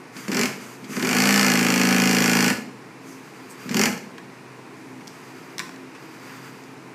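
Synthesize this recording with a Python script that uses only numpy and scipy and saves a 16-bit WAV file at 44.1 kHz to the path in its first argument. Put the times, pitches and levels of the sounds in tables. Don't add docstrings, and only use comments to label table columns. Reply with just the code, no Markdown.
import sys
import numpy as np
from scipy import signal
from scipy.fft import rfft, irfft
from scipy.io import wavfile
from scipy.ndimage import uniform_filter1d

SR = 44100
rng = np.random.default_rng(int(sys.argv[2]) if len(sys.argv) > 2 else 0)


def pcm_store(signal):
    levels = np.round(np.clip(np.atleast_2d(signal), -1, 1) * 32767)
    wavfile.write(sys.argv[1], SR, levels.astype(np.int16).T)


N = 306054
TIME = np.arange(N) / SR
FULL_SPEED = 27


def amp(db):
    return 10 ** (np.asarray(db) / 20)


def rms_one(x):
    return x / np.sqrt(np.mean(x ** 2) + 1e-20)


def along(rows, t):
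    times, *columns = np.transpose(rows)
    return [np.interp(t, times, column) for column in columns]


def drift(rate):
    return rms_one(np.interp(TIME * rate, np.arange(N), rng.standard_normal(N)))


def colour(x, spectrum, peaks=(), size=4096):
    hz = np.abs(np.fft.fftfreq(size, 1 / SR)) + 1
    points = np.array(spectrum)
    db = np.interp(np.log(hz), np.log(points[:, 0]), points[:, 1])
    for centre, width, lift in peaks:
        db = db + lift / (1 + (2 * (hz - centre) / width) ** 2)
    gains = np.exp(signal.hilbert(np.log(amp(db))))
    response = np.fft.fft(gains).real[:size // 2]
    return signal.oaconvolve(x, response / np.linalg.norm(response))[:N]


def cut_bass(x, hz, order):
    return signal.sosfilt(signal.butter(order, hz, "high", fs=SR, output="sos"), x)


def decay(t, ring_s):
    return np.exp(-np.log(1000) * t / ring_s)


def spray(ring_s, size=8192):
    return rng.standard_normal(size) * decay(TIME[:size], ring_s)


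def add(track, s, sound):
    start = int(np.clip(round(s * SR), 0, N - 1))
    track[start:start + len(sound)] += sound[:N - start]


# (pitch [Hz], level [dB])
HUM_NOTES = [(129.2, -57.5), (263.8, -51.5), (323.0, -55.5), (360.7, -59)]
# (frequency [Hz], level [dB])
AIR_COLOUR = [(26, -26), (54, -44), (88, -18), (125, 3.5), (205, 2), (440, 2.5), (560, -8), (700, -5.5),
              (1020, -3), (1220, -7.5), (2450, -9), (3250, -21), (4750, -19.5), (9600, -27.5), (15400, -38)]


def hum_and_air(waver_db=3.5, air_db=-43):
    hum = np.zeros(N)
    for hz, db in HUM_NOTES:
        level = amp(db + waver_db * drift(7.9))
        hum += level * np.sin(2 * np.pi * hz * TIME + drift(8.6))
    return np.sqrt(2) * hum + amp(air_db) * colour(rng.standard_normal(N), AIR_COLOUR)


# (time [s], length [s], rub [dB], swish [dB])
PUSHES = [(0.117, 0.38, -43, -51), (0.57, 0.078, -45, -50.5), (0.874, 0.38, -38, -41.5),
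          (3.007, 0.13, -52, -60), (3.196, 0.44, -53, -69), (3.56, 0.21, -45.5, -64),
          (4.72, 0.55, -73, -63), (5.087, 0.6, -51.5, -75), (5.96, 0.52, -50, -77),
          (6.19, 0.26, -48.5, -73)]
# (frequency [Hz], level [dB])
RUB_COLOUR = [(210, -47), (1180, 12), (2280, 9), (3550, -1), (4280, -3), (4770, 7.5), (5250, -2.5),
              (6150, 0), (8400, -5), (10200, -11), (12400, -5.5), (15400, -12)]
SWISH_COLOUR = [(1000, -33), (4800, -22), (6100, 2), (8500, -5), (10500, -7.5), (13000, -9), (15400, -25)]


def cloth(rise_s=.064, fall_s=.17, resting_db=-67):
    rub_power, swish_power = amp(resting_db) ** 2, 0
    for s, length, rub_db, swish_db in PUSHES:
        swell = np.clip((TIME - s) / rise_s, 0, 1)
        push = swell * np.exp(-np.maximum(TIME - s - length, 0) / fall_s)
        rub_power += (amp(rub_db) * push) ** 2
        swish_power += (amp(swish_db) * push) ** 2
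    noise = rng.standard_normal((2, N))
    grain_db, catch_db = drift(980), drift(27)
    rub, swish = rms_one(noise * amp(grain_db + catch_db))
    rubbing = np.sqrt(rub_power) * colour(rub, RUB_COLOUR)
    return rubbing + np.sqrt(swish_power) * colour(swish, SWISH_COLOUR)


# (pitch [Hz], signed strength [ratio], ring time [s])
TABLE_NOTES = [(132.5, .22, .113), (183, .51, .109), (216.4, -.5, .18), (245.4, -.92, .13), (275, .27, .16),
               (315.6, -.34, .108), (384, -.25, .1), (448.7, -.2, .1)]


def table_boom(force):
    t = TIME[:SR // 3]
    ring = sum(strength * np.sin(2 * np.pi * hz * t) * decay(t, ring_s)
               for hz, strength, ring_s in TABLE_NOTES)
    ring = cut_bass(cut_bass(ring, 95, order=2), 60, order=1)
    return signal.oaconvolve(force, ring)[:N]


# (time [s], body [dB], bright edge [dB], ring time [s])
HARD_CLICKS = [(.166, -36.5, -36, 0.059), (0.249, -35, -43, 0.018), (0.281, -24.5, -37, 0.019),
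               (.332, -45, -25, 0.025), (.843, -34.5, -39.5, 0.066), (0.968, -16, -25, 0.01),
               (1.028, -15, -19, 0.012), (1.907, -24, -24, 0.029), (3.692, -27, -26.5, 0.037),
               (4.181, -29.5, -39, 0.026), (5.007, -39.5, -52, 0.072), (5.073, -56, -34.5, 0.03),
               (5.078, -58, -29.5, 0.012), (5.5822, -25, -19.5, .01), (5.5937, -19, -15.5, .01),
               (5.6, -22, -31, .033), (5.692, -33, -38, 0.02), (5.761, -42, -39, .016),
               (5.949, -38, -47, 0.13), (6.293, -38.5, -62, 0.2), (6.637, -52, -39, .02)]
# (frequency [Hz], level [dB])
BODY_COLOUR = [(40, -38), (205, -3.5), (810, -18), (1050, 4), (1300, -7), (1530, 2), (2100, 0.5),
               (3000, -6.5), (5000, -35), (14500, -36)]
EDGE_COLOUR = [(60, -55), (2500, -9), (3600, 0), (5500, 2), (7800, -5), (10500, -16), (12500, -14),
               (15500, -26)]
# (time [s], force [dB])
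SOFT_BUMPS = [(0.163, -35), (0.825, -33.5), (3.658, -28), (4.184, -44), (4.98, -38)]


def handling(click_gain_db=-3):
    body, edge, force = np.zeros((3, N))
    for s, body_db, edge_db, ring_s in HARD_CLICKS:
        add(body, s, amp(body_db) * spray(ring_s))
        add(edge, s, amp(edge_db) * spray(ring_s))
    for s, db in SOFT_BUMPS:
        add(force, s, amp([db]))
    clicks = colour(body, BODY_COLOUR) + colour(edge, EDGE_COLOUR)
    return amp(click_gain_db) * clicks + table_boom(force)


# (time [s], speed [stitches/s])
SHAFT_SPEED = [
    [(.282, 10.74), (.345, 19.98), (.432, 25.7), (.461, 14.23), (.56, 13.45)],
    [(.904, 18.17), (.98, 14.31), (1.071, 24.24), (1.17, 27.87), (1.27, 28.81), (1.4, 28.82), (1.53, 27.34),
     (1.67, 26.81), (2.05, 27.04), (2.478, 27.19), (2.528, 13.82), (2.62, 8.02)],
    [(3.708, 12), (3.755, 19), (3.805, 23.3), (3.857, 23.9), (3.866, 15), (3.99, 8.5)],
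]
START_ANGLES = [0, 0, .47]


def shaft():
    for curve, start_angle in zip(SHAFT_SPEED, START_ANGLES):
        t = TIME[(TIME >= curve[0][0]) & (TIME <= curve[-1][0])]
        speed, = along(curve, t)
        yield t, speed, start_angle + np.cumsum(speed) / SR


# (time [s], load [dB])
NEEDLE_LOAD = [(.42, 5), (.93, -59), (.97, -2.5), (1.3, 2.5), (1.75, 0.5), (2.46, 5), (3.8, 14)]
# (level at full speed [dB], rise per doubling of speed [dB], share of the load [ratio])
BLOW_STRENGTH = [(-23.5, 0.89, 0.19), (-25, 10.2, 0.21), (-27.5, 9.2, 0.34)]


def blows(turn, momentum_s=.018, braking_db=-8.5):
    rows = []
    for t, speed, turns in shaft():
        angles = np.arange(turn, turns[-1], 1)
        times = np.interp(angles[angles >= turns[0]], turns, t)
        carried = np.maximum(np.interp(times, t, speed), np.interp(times - momentum_s, t, speed))
        top_speed = np.interp(times, t, np.maximum.accumulate(speed))
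        braking = top_speed - carried > 5
        load_db, = along(NEEDLE_LOAD, times)
        levels = [db + per_doubling * np.log2(carried / FULL_SPEED) + share * load_db
                  for db, per_doubling, share in BLOW_STRENGTH]
        rows.append(np.column_stack([times, *(levels + braking_db * braking)]))
    return np.vstack(rows)


SHOVES = [(.126, .89), (.5, -.08), (.704, .51), (.861, -.39)]
# (time [s], force [dB])
DRIVE_JOLTS = [(.283, -22), (.319, -20), (.896, -30), (1.024, -33), (2.5, -30), (3.708, -20), (3.752, -21),
               (3.887, -23)]


def thumps(gain_db=4.8, uneven_db=1):
    force = np.zeros(N)
    for turn, push in SHOVES:
        for s, thump_db, _, _ in blows(turn):
            add(force, s, push * amp([thump_db + gain_db + uneven_db * rng.standard_normal()]))
    for s, db in DRIVE_JOLTS:
        add(force, s, amp([db]))
    return table_boom(force)


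def motor_rev(cycles_per_turn=17.7, gain_db=-30, load_share=.16, housing_hz=385, width_hz=80):
    out = np.zeros(N)
    for t, speed, turns in shaft():
        pull = np.clip(np.gradient(speed, t) / 70, 0, 1)
        pull = uniform_filter1d(pull, size=900)
        load_db, = along(NEEDLE_LOAD, t)
        note = np.sqrt(2) * np.sin(2 * np.pi * cycles_per_turn * turns)
        add(out, t[0], amp(gain_db + load_share * load_db) * pull * note)
    return signal.lfilter(*signal.iirpeak(housing_hz, housing_hz / width_hz, fs=SR), out)


def chatter(fade_s, size=1024):
    phases = np.angle(rfft(spray(fade_s, size)))
    even_spray = rms_one(irfft(np.exp(1j * phases)))
    return even_spray * np.exp(-TIME[:size] / fade_s)


# (angle [turns], knock [dB], clack [dB], tick [dB], change per stitch/s above full speed [dB])
STITCH_CONTACTS = [(.001, -5, -1.5, -1.5, 1.9), (.045, -1, -1, -9, 0), (.11, .5, -5, -15, -1),
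                   (.2, -1.5, -11, -18, 0), (.26, -3, -12, -18, 0), (.33, -4, -13, -20, -1),
                   (.466, 0, 1.5, -.5, .7), (.522, 2.5, 1, -7, -.8), (.585, 0, -6, -10, 0),
                   (.67, .5, -3, -14, -.5), (.8, -10, -10, -16, 0), (.93, -4, -12, -15, 0)]


def contacts(kind, fade_s, loose_share, uneven_db, jitter_s, gain_db):
    out = np.zeros(N)
    for turn, knock_db, clack_db, tick_db, overspeed_db in STITCH_CONTACTS:
        contact_db = {"knock": knock_db, "clack": clack_db, "tick": tick_db}[kind]
        own = chatter(fade_s)
        for s, _, clack_blow_db, tick_blow_db in blows(turn):
            speed, = along(np.vstack(SHAFT_SPEED), s)
            hit = np.sqrt(1 - loose_share) * own + np.sqrt(loose_share) * chatter(fade_s)
            blow_db = tick_blow_db if kind == "tick" else clack_blow_db
            db = blow_db + contact_db + gain_db + overspeed_db * max(speed - FULL_SPEED, 0)
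            start = s + jitter_s * rng.standard_normal()
            add(out, start, amp(db + uneven_db * rng.standard_normal()) * rms_one(hit))
    return out


# (frequency [Hz], level [dB])
ROD_COLOUR = [(110, -26), (310, -5), (480, -4), (600, -1.5), (780, -0.5), (1000, -4), (1450, -1.5),
              (1800, -11), (4000, -27.5)]
HEAD_COLOUR = [(300, -40), (1200, -9.5), (1600, -.5), (2480, 2), (2950, -4.5), (3350, -7.5), (4500, -17),
               (15000, -25.5)]
STEEL_COLOUR = [(310, -18), (2050, -10), (3870, -18), (4280, 3), (5450, 2), (7350, -1.5), (8250, -4.5),
                (10600, -12.5), (12900, -7), (15400, -31)]
# (frequency [Hz], width [Hz], boost [dB])
ROD_RINGS = [(1030, 47, 4.4), (1365, 120, 4.2)]
HEAD_RINGS = [(1732, 110, 5.5), (2124, 74, 6.6), (2320, 110, 4.5), (2470, 52, 2), (2864, 190, 5.8)]
STEEL_RINGS = [(4400, 300, 2.5), (5750, 450, 3), (7300, 500, 2)]


def machine_clatter():
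    knocks = contacts("knock", fade_s=.014, loose_share=.42, uneven_db=.9, jitter_s=2e-5, gain_db=-14.5)
    clacks = contacts("clack", fade_s=.014, loose_share=.2, uneven_db=.7, jitter_s=2e-5, gain_db=-7)
    ticks = contacts("tick", fade_s=.0105, loose_share=.35, uneven_db=.6, jitter_s=5e-5, gain_db=-4)
    return (colour(knocks, ROD_COLOUR, ROD_RINGS)
            + colour(clacks, HEAD_COLOUR, HEAD_RINGS)
            + colour(ticks, STEEL_COLOUR, STEEL_RINGS))


# (frequency [Hz], level [dB])
CRACK_COLOUR = [(300, -15), (1000, 8.5), (1900, 1.5), (2400, 6.5), (3200, 6), (3900, -14), (4350, 0),
                (5000, 4), (5650, 4), (6500, 1), (7300, 9), (8200, -38), (10000, -24), (12500, -4),
                (15400, -16)]


def needle_cracks(at_turns=(.001, .466), ring_s=.009, gain_db=-8.3, load_share=.38):
    out = np.zeros(N)
    for turn in at_turns:
        for s, _, _, tick_db in blows(turn):
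            load_db, = along(NEEDLE_LOAD, s)
            crack = rms_one(spray(ring_s, size=1024))
            add(out, s, amp(tick_db + gain_db + load_share * load_db) * crack)
    return colour(out, CRACK_COLOUR)


def presser_foot(turn=.241, thud_hz=387, swell_s=.0016, gain_db=1):
    t, out = TIME[:1024], np.zeros(N)
    swell = t / swell_s * np.exp(1 - t / swell_s)
    thud = -np.sin(2 * np.pi * thud_hz * t) * swell
    for s, thump_db, _, _ in blows(turn):
        add(out, s, amp(thump_db + gain_db) * thud)
    return cut_bass(out, 110, order=2)


# (pitch [cycles per shaft turn], level at full speed [dB])
WHINE_NOTES = [(7, -27.7), (10, -43)]


def drive_whine(per_doubling_db=18, waver_db=3.5, fade_s=.17, heaviest_pull_turn=.127):
    out = np.zeros(N)
    for t, speed, turns in shaft():
        notes = sum(amp(db) * np.sin(2 * np.pi * cycles * (turns + heaviest_pull_turn))
                    for cycles, db in WHINE_NOTES)
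        fade = np.clip(np.minimum(t - t[0], t[-1] - t) / fade_s, 0, 1)
        speed_db = per_doubling_db * np.log2(speed / FULL_SPEED)
        add(out, t[0], np.sqrt(2) * notes * fade * amp(speed_db))
    return out * amp(waver_db * drift(5.3))


# (time [s], rise time [s], level [dB], note [Hz])
SKIDS = [(3.04, 0.061, -51.5, 6200), (3.488, 0.022, -46.5, 8240)]
# (frequency [Hz], level [dB])
SKID_COLOUR = [(2500, -30), (5000, -1), (8000, -2), (13000, -5), (15400, -12)]


def finger_skids(grain_db=1.5, note_width_hz=1100, note_boost_db=8):
    out = np.zeros(N)
    for s, rise_s, db, hz in SKIDS:
        age = np.maximum(TIME - s, 0) / rise_s
        swell = (age * np.exp(1 - age)) ** 2
        grains = rms_one(rng.standard_normal(N) * amp(grain_db * drift(700)))
        out += amp(db) * swell * colour(grains, SKID_COLOUR, [(hz, note_width_hz, note_boost_db)])
    return out


# (frequency [Hz], ring time [s], level [dB])
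ROOM_ECHO = [(155, 0.41, 11.5), (445, 1, 0), (1100, 0.35, 0.5), (2740, 0.42, -4), (5860, 0.41, -4),
             (12800, 0.32, 0.5)]


def workshop_echo(x, delay_s=.0048, size=32768):
    t, response = TIME[:size], np.zeros(size)
    hz, noise = np.fft.rfftfreq(size, 1 / SR), rfft(rng.standard_normal(size))
    edges_hz = np.geomspace(90, 18000, 16)
    room = [(np.log(f), ring_s, db) for f, ring_s, db in ROOM_ECHO]
    for low, high in zip(edges_hz, edges_hz[1:]):
        ring_s, db = along(room, np.log(low * high) / 2)
        band = irfft(noise * (hz >= low) * (hz < high))
        tail = band * decay(t, ring_s) * (t > delay_s)
        band_share = 2 * (high - low) / SR
        response += amp(db) * tail / np.linalg.norm(tail) * np.sqrt(band_share)
    return signal.oaconvolve(x, response)[:N]


def scene(handling_echo_db=-3, boom_echo_db=-16):
    boom = thumps() + presser_foot() + motor_rev()
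    clatter = machine_clatter()
    clicks = handling()
    echo = workshop_echo(clatter + amp(handling_echo_db) * clicks + amp(boom_echo_db) * boom)
    machine = boom + clatter + drive_whine() + needle_cracks()
    return (machine + clicks + echo + cloth() + finger_skids() + hum_and_air())[None]


def record(dry, bass_hz=45, top_hz=15300):
    treble_cut = signal.ellip(10, .2, 80, top_hz, fs=SR, output="sos")
    return signal.sosfilt(treble_cut, cut_bass(dry, bass_hz, order=1))


dry = scene()
out = record(dry)
pcm_store(out)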